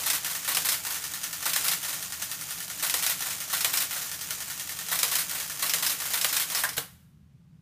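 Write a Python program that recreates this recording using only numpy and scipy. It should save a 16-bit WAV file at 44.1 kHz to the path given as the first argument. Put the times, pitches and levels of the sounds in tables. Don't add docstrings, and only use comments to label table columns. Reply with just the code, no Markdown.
import sys
import numpy as np
from scipy import signal
from scipy.fft import rfft, irfft, next_fast_len
from scipy.io import wavfile
from scipy.ndimage import uniform_filter1d

SR = 44100
rng = np.random.default_rng(int(sys.argv[2]) if len(sys.argv) > 2 else 0)


def pcm_store(signal):
    levels = np.round(np.clip(np.atleast_2d(signal), -1, 1) * 32767)
    wavfile.write(sys.argv[1], SR, levels.astype(np.int16).T)


N = 335733
TIME = np.arange(N) / SR
LAND_S, STOP_S = 6.636, 6.778


def amp(db):
    return 10 ** (np.asarray(db) / 20)


def unit_rms(x):
    return x / np.sqrt(np.mean(x ** 2) + 1e-20)


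def unit_energy(x):
    return x / np.sqrt(np.sum(x ** 2) + 1e-20)


def decay(t, t60_s):
    return np.exp(-np.log(1000) * t / t60_s)


def bell(hz, centre_hz, width_hz):
    return 1 / (1 + (2 * (hz - centre_hz) / width_hz) ** 2)


def add(mix, start_s, sound):
    start = round(start_s * SR)
    sound = sound[max(-start, 0):]
    part = mix[max(start, 0):][:len(sound)]
    part += sound[:len(part)]


def colour(x, curve, rings=(), size=8192):
    hz = abs(np.fft.fftfreq(size, 1 / SR))
    curve_hz, curve_db = np.transpose(curve)
    db = np.interp(np.log(hz + 1), np.log(curve_hz + 1), curve_db)
    db += sum(lift_db * bell(hz, centre_hz, width_hz) for centre_hz, width_hz, lift_db in rings)
    log_spectrum = np.conj(signal.hilbert(np.log(amp(db))))
    response = np.fft.ifft(np.exp(log_spectrum)).real
    return signal.oaconvolve(x, response[:size // 2])[:N]


def tones(rows):
    hz = np.fft.rfftfreq(N, 1 / SR)
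    noise = rfft(rng.standard_normal(N))
    spectrum = sum(amp(db) * unit_energy(noise * bell(hz, centre_hz, width_hz))
                   for centre_hz, db, width_hz in rows)
    return irfft(spectrum, N) * N / np.sqrt(2)


def ticks(length, per_s, spread_db):
    hit = rng.random(length) < per_s / SR
    size_db = spread_db * np.clip(rng.standard_normal(length), -2, 2)
    return hit * rng.choice([-1, 1], length) * amp(size_db)


def ring_parts(clicks, crack_t60_s, ring_t60_s, ring_db, count, build_s=0.0043):
    # level in dB, t60 in seconds.
    room = [(-4.5, 0.25), (-16.5, 0.66)]
    t = np.arange(SR // 2) / SR
    crack, ring = unit_energy(decay(t, crack_t60_s)), unit_energy(decay(t, ring_t60_s))
    direct = unit_energy(crack + amp(ring_db) * ring)
    build = 1 - np.exp(-t / build_s)
    echo_power = sum((amp(db) * unit_energy(decay(t, t60_s) * build)) ** 2 for db, t60_s in room)
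    envelope = np.sqrt(direct ** 2 + echo_power)
    part_hit = rng.integers(0, count, N)
    responses = [envelope * rng.choice([-1, 1], len(t)) for _ in range(count)]
    size = next_fast_len(N + len(t), True)
    spectrum = sum(rfft(clicks * (part_hit == k), size) * rfft(responses[k], size) for k in range(count))
    return irfft(spectrum, size)[:N]


def strikes(cues, strokes, rings, steel_db, frame_db, contact_s, swell_s, fade_s,
            per_s, spread_db, ring_db, count=6):
    # frequency in Hz, gain in dB.
    steel_curve = [(300, -38), (1200, -7.5), (2400, -3), (4200, -3.5), (6500, -4), (10000, -3), (14000, -4),
                   (15500, -4.5)]
    frame_curve = [(150, -26.5), (370, -16), (500, -1), (800, -1), (1100, 1), (1400, 1.5), (2000, 2.5),
                   (2800, -20), (6000, -28.5)]
    t = np.arange(SR // 8) / SR
    steel, frame = np.zeros(N), np.zeros(N)
    for cue, delay_s, db, clack_db, rattle_db in strokes:
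        for cue_s, force_db in cues[cue]:
            contact = rng.standard_normal(len(t)) * np.sqrt(t) * np.exp(-t / contact_s)
            rattle = ticks(len(t), per_s, spread_db) * (1 - np.exp(-t / swell_s)) * np.exp(-t / fade_s)
            force = amp(db + force_db) * (unit_energy(contact) + amp(rattle_db) * unit_energy(rattle))
            add(steel, cue_s + delay_s, force)
            add(frame, cue_s + delay_s, amp(clack_db) * force)
    clink = ring_parts(steel, crack_t60_s=0.0016, ring_t60_s=0.08, ring_db=ring_db, count=count)
    clack = ring_parts(frame, crack_t60_s=0.031, ring_t60_s=0.028, ring_db=-6.5, count=count // 2)
    return (amp(steel_db) * colour(clink, steel_curve, rings)
            + amp(frame_db) * colour(clack, frame_curve, rings))


def background():
    # frequency in Hz, relative level in dB.
    rumble_curve = [(20, -29), (45, -13.5), (65, -4.5), (110, -2), (160, 3), (215, -6.5), (300, -22.5),
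                    (600, -31.5), (1500, -33.5), (4000, -39), (15000, -47.5)]
    # frequency in Hz, level in dB, width in Hz.
    drone = [(81, -75.5, 6.7), (170.8, -77.5, 12)]
    return amp(-56.5) * unit_rms(colour(rng.standard_normal(N), rumble_curve)) + tones(drone)


def motor(clatter, run_down_s=0.05):
    # frequency in Hz, level at rms load in dB, width in Hz.
    hum = [(170.8, -77.5, 14), (294, -70, 38), (452.5, -79, 41), (638, -75, 22)]
    clatter_power = abs(uniform_filter1d(clatter ** 2, size=SR // 6))
    load = unit_rms(np.sqrt(clatter_power))
    run_down = np.exp(-np.maximum(TIME - STOP_S, 0) / run_down_s)
    return tones(hum) * (load + 1e-6) ** 0.55 * run_down


def thud():
    # frequency in Hz, level in dB, t60 in seconds.
    bench_modes = [(100, -45, .14), (145, -39, .13), (290, -46, .2), (375, -49, .12), (455, -43, .13)]
    t = np.maximum(TIME - STOP_S, 0)
    return sum(amp(db) * decay(t, t60_s) * np.sin(2 * np.pi * hz * t) for hz, db, t60_s in bench_modes)


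def wheels(cues, swell_s=0.009, detune=0.012):
    # cue, delay in seconds, force in dB.
    jolts = [("turn", 0, 0), ("resume", 0.012, 2), ("reverse", 0, 4), ("lock", -0.038, 2)]
    # frequency in Hz, relative level in dB, t60 in seconds.
    modes = [(1345, -42.5, .09), (1425, -42, .09), (1798, -33, 0.075), (1910, -38.5, .07)]
    t, out = np.arange(SR // 6) / SR, np.zeros(N)
    swell = 1 - np.exp(-t / swell_s)
    for cue, delay_s, force_db in jolts:
        for cue_s, _ in cues[cue]:
            for hz, db, t60_s in modes:
                cycles = hz * (1 + detune * rng.standard_normal()) * t + rng.random()
                envelope = amp(db + force_db) * swell * decay(t, t60_s)
                add(out, cue_s + delay_s, envelope * np.sin(2 * np.pi * cycles))
    return out


def gears(cues, coast_db=-12, unclutch_s=0.05):
    # cue, delay and half-length in seconds, lift in dB.
    loads = [("slam", 0.04, 0.12, 7.2), ("resume", 0.085, 0.11, 4.5)]
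    # frequency in Hz, gain in dB.
    curve = [(150, -18.5), (380, -11.5), (600, -8.5), (900, -4), (1400, -2.5), (2600, -2.5), (4000, -2),
             (6800, 1), (10500, -2), (15000, -2.5)]
    # centre in Hz, width in Hz, lift in dB.
    rings = [(650, 40, 2), (1116, 40, 2), (1345, 45, 2), (1425, 45, 2), (1792, 60, 2), (2336, 50, 2),
             (13520, 170, 3)]
    load_db = sum(lift_db * np.maximum(1 - abs(TIME - cue_s - delay_s) / half_s, 0)
                  for cue, delay_s, half_s, lift_db in loads for cue_s, _ in cues[cue])
    coasting = np.clip((TIME - LAND_S) / unclutch_s + 1, 0, 1)
    running = np.clip((STOP_S - TIME) / 0.025, 0, 1)
    effort = amp(load_db + coast_db * coasting) * running
    teeth = unit_rms(ticks(N, per_s=1100, spread_db=4.5))
    chatter = ring_parts(teeth * effort, crack_t60_s=0.0044, ring_t60_s=0.049, ring_db=1, count=8)
    return amp(-38.6) * colour(chatter, curve, rings)


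def carriage(cues):
    strokes = [("land", 0, -12.5, -1, -8), ("land", 0.0146, -20, -5, -6)]
    rings = [(500, 350, -7), (900, 200, 4), (1120, 130, 5), (1430, 90, 5), (1610, 160, 8), (2230, 200, 9),
             (11000, 3000, 4)]
    return strikes(cues, strokes, rings, steel_db=14.5, frame_db=20.5, contact_s=0.0014,
                   swell_s=0.003, fade_s=0.008, per_s=1200, spread_db=6.5, ring_db=-3.5, count=4)


def slams(cues):
    strokes = [("slam", 0, -11, -14, -3), ("stop", 0.001, -14, -9, -15.5)]
    rings = [(460, 60, 4), (770, 140, 4), (1150, 300, 2), (1950, 200, 2), (3030, 300, 4.5), (3900, 500, 2),
             (12000, 3000, 3)]
    return strikes(cues, strokes, rings, steel_db=19, frame_db=24.5, contact_s=0.0021,
                   swell_s=0.0037, fade_s=0.009, per_s=980, spread_db=3, ring_db=-3)


def latches(cues):
    strokes = [("catch", 0, -10.7, -19, -4), ("slam", 0.049, -20, -18, -3.5), ("lock", 0, -8.7, -16.5, -2),
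               ("land", -0.088, -10.5, -12, -4.5), ("land", 0.0538, -17, -28.5, -6.5),
               ("land", 0.0944, -24.5, -25, -4.5)]
    rings = [(660, 50, 2), (930, 220, 4), (4950, 300, 2), (5400, 700, 3.5), (6100, 400, 1.5),
             (13520, 170, 3)]
    return strikes(cues, strokes, rings, steel_db=16.5, frame_db=19.5, contact_s=0.0023,
                   swell_s=0.003, fade_s=0.011, per_s=800, spread_db=2, ring_db=1.5)


def levers(cues):
    strokes = [("reverse", -0.002, -12.3, -9.5, 4), ("reverse", 0.037, -14, -13.5, -1.5),
               ("lock", -0.04, -13, -13, 4), ("lock", -0.021, -18, -15, -1),
               ("lock", 0.031, -11.2, -14.5, 0.8), ("lock", 0.051, -16, -18, -1),
               ("resume", 0.017, -18.5, -9, -4), ("resume", 0.052, -19, -10.5, 3),
               ("resume", 0.103, -21, -13, -2), ("land", -0.0653, -14, -9.5, -0.5),
               ("land", -0.0466, -15.5, -17, 1.5), ("land", 0.001, -13, -5.5, -5.5),
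               ("stop", -0.011, -16, -12, -2.5)]
    rings = [(544, 35, 3), (660, 46, 3.6), (1116, 36, 4), (1340, 45, 3.8), (1425, 50, 3), (1536, 79, 3),
             (1775, 63, 3.3), (1920, 57, 2.5), (2270, 70, 1.1), (13520, 170, 4.3)]
    return strikes(cues, strokes, rings, steel_db=16.5, frame_db=20, contact_s=0.004,
                   swell_s=0.0098, fade_s=0.015, per_s=700, spread_db=3, ring_db=0)


def pawls(cues):
    strokes = [("turn", 0, -16.7, -15, 0), ("turn", -0.02, -22.5, -13, -7), ("snag", 0.001, -13.5, -17, -9),
               ("resume", -0.013, -22, -18, -6), ("resume", 0, -14.5, -13, -1)]
    rings = [(645, 50, 0.5), (1390, 50, 5.5), (1430, 50, 2.5), (1776, 76, 5.5), (1850, 58, 6.5),
             (2100, 59, 2.5), (6050, 1400, 3.5), (13520, 170, 9)]
    return strikes(cues, strokes, rings, steel_db=14.5, frame_db=18.5, contact_s=0.0011,
                   swell_s=0.019, fade_s=0.02, per_s=600, spread_db=2, ring_db=6)


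def division(turn_s=0.0963, trip_delay_s=0.031, turn_spread_db=0.8):
    # reverse, catch, slam, lock and resume times in seconds, slam force in dB.
    digits = [(-0.135, -0.06, -0.015, 0.1, 0.2458, 1), (0.4782, 0.5474, 0.5696, 0.6872, 0.8497, -1),
              (1.4564, 1.533, 1.5605, 1.6818, 1.8297, -1), (2.827, 2.8966, 2.9402, 3.0633, 3.2054, -0.5),
              (3.5301, 3.6067, 3.6455, 3.7715, 3.909, 0.5), (4.9162, 4.9892, 5.03, 5.1531, 5.295, 2.5),
              (5.6247, 5.695, 5.7355, 5.864, 6.0012, 0), (6.1354, 6.212, 6.2445, 6.3656, 6.5003, 0.5)]
    snags_s = [0.2458, 1.2385, 2.2215, 4.3054]
    reverse_s, catch_s, slam_s, lock_s, resume_s, slam_db = np.transpose(digits)
    turns_s = np.concatenate([np.arange(trip_s - trip_delay_s, start_s + turn_s / 2, -turn_s)
                              for start_s, trip_s in zip(resume_s, reverse_s[1:])])
    even_force = {"reverse": reverse_s, "catch": catch_s, "lock": lock_s, "resume": resume_s,
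                  "snag": snags_s, "land": [LAND_S], "stop": [STOP_S]}
    cues = {name: [(cue_s, 0) for cue_s in times_s] for name, times_s in even_force.items()}
    cues["slam"] = list(zip(slam_s, slam_db))
    cues["turn"] = list(zip(turns_s, turn_spread_db * rng.standard_normal(len(turns_s))))
    return cues


def scene():
    cues = division()
    linkage = pawls(cues) + levers(cues) + latches(cues) + slams(cues) + carriage(cues)
    clatter = linkage + gears(cues) + wheels(cues)
    return (clatter + thud() + motor(clatter) + background())[None]


def record(dry):
    cutoff_hz = 15330
    lowpass = signal.firwin(801, cutoff_hz, window=("kaiser", 8), fs=SR)
    return signal.oaconvolve(dry, lowpass[None], "same")


dry = scene()
out = record(dry)
pcm_store(out)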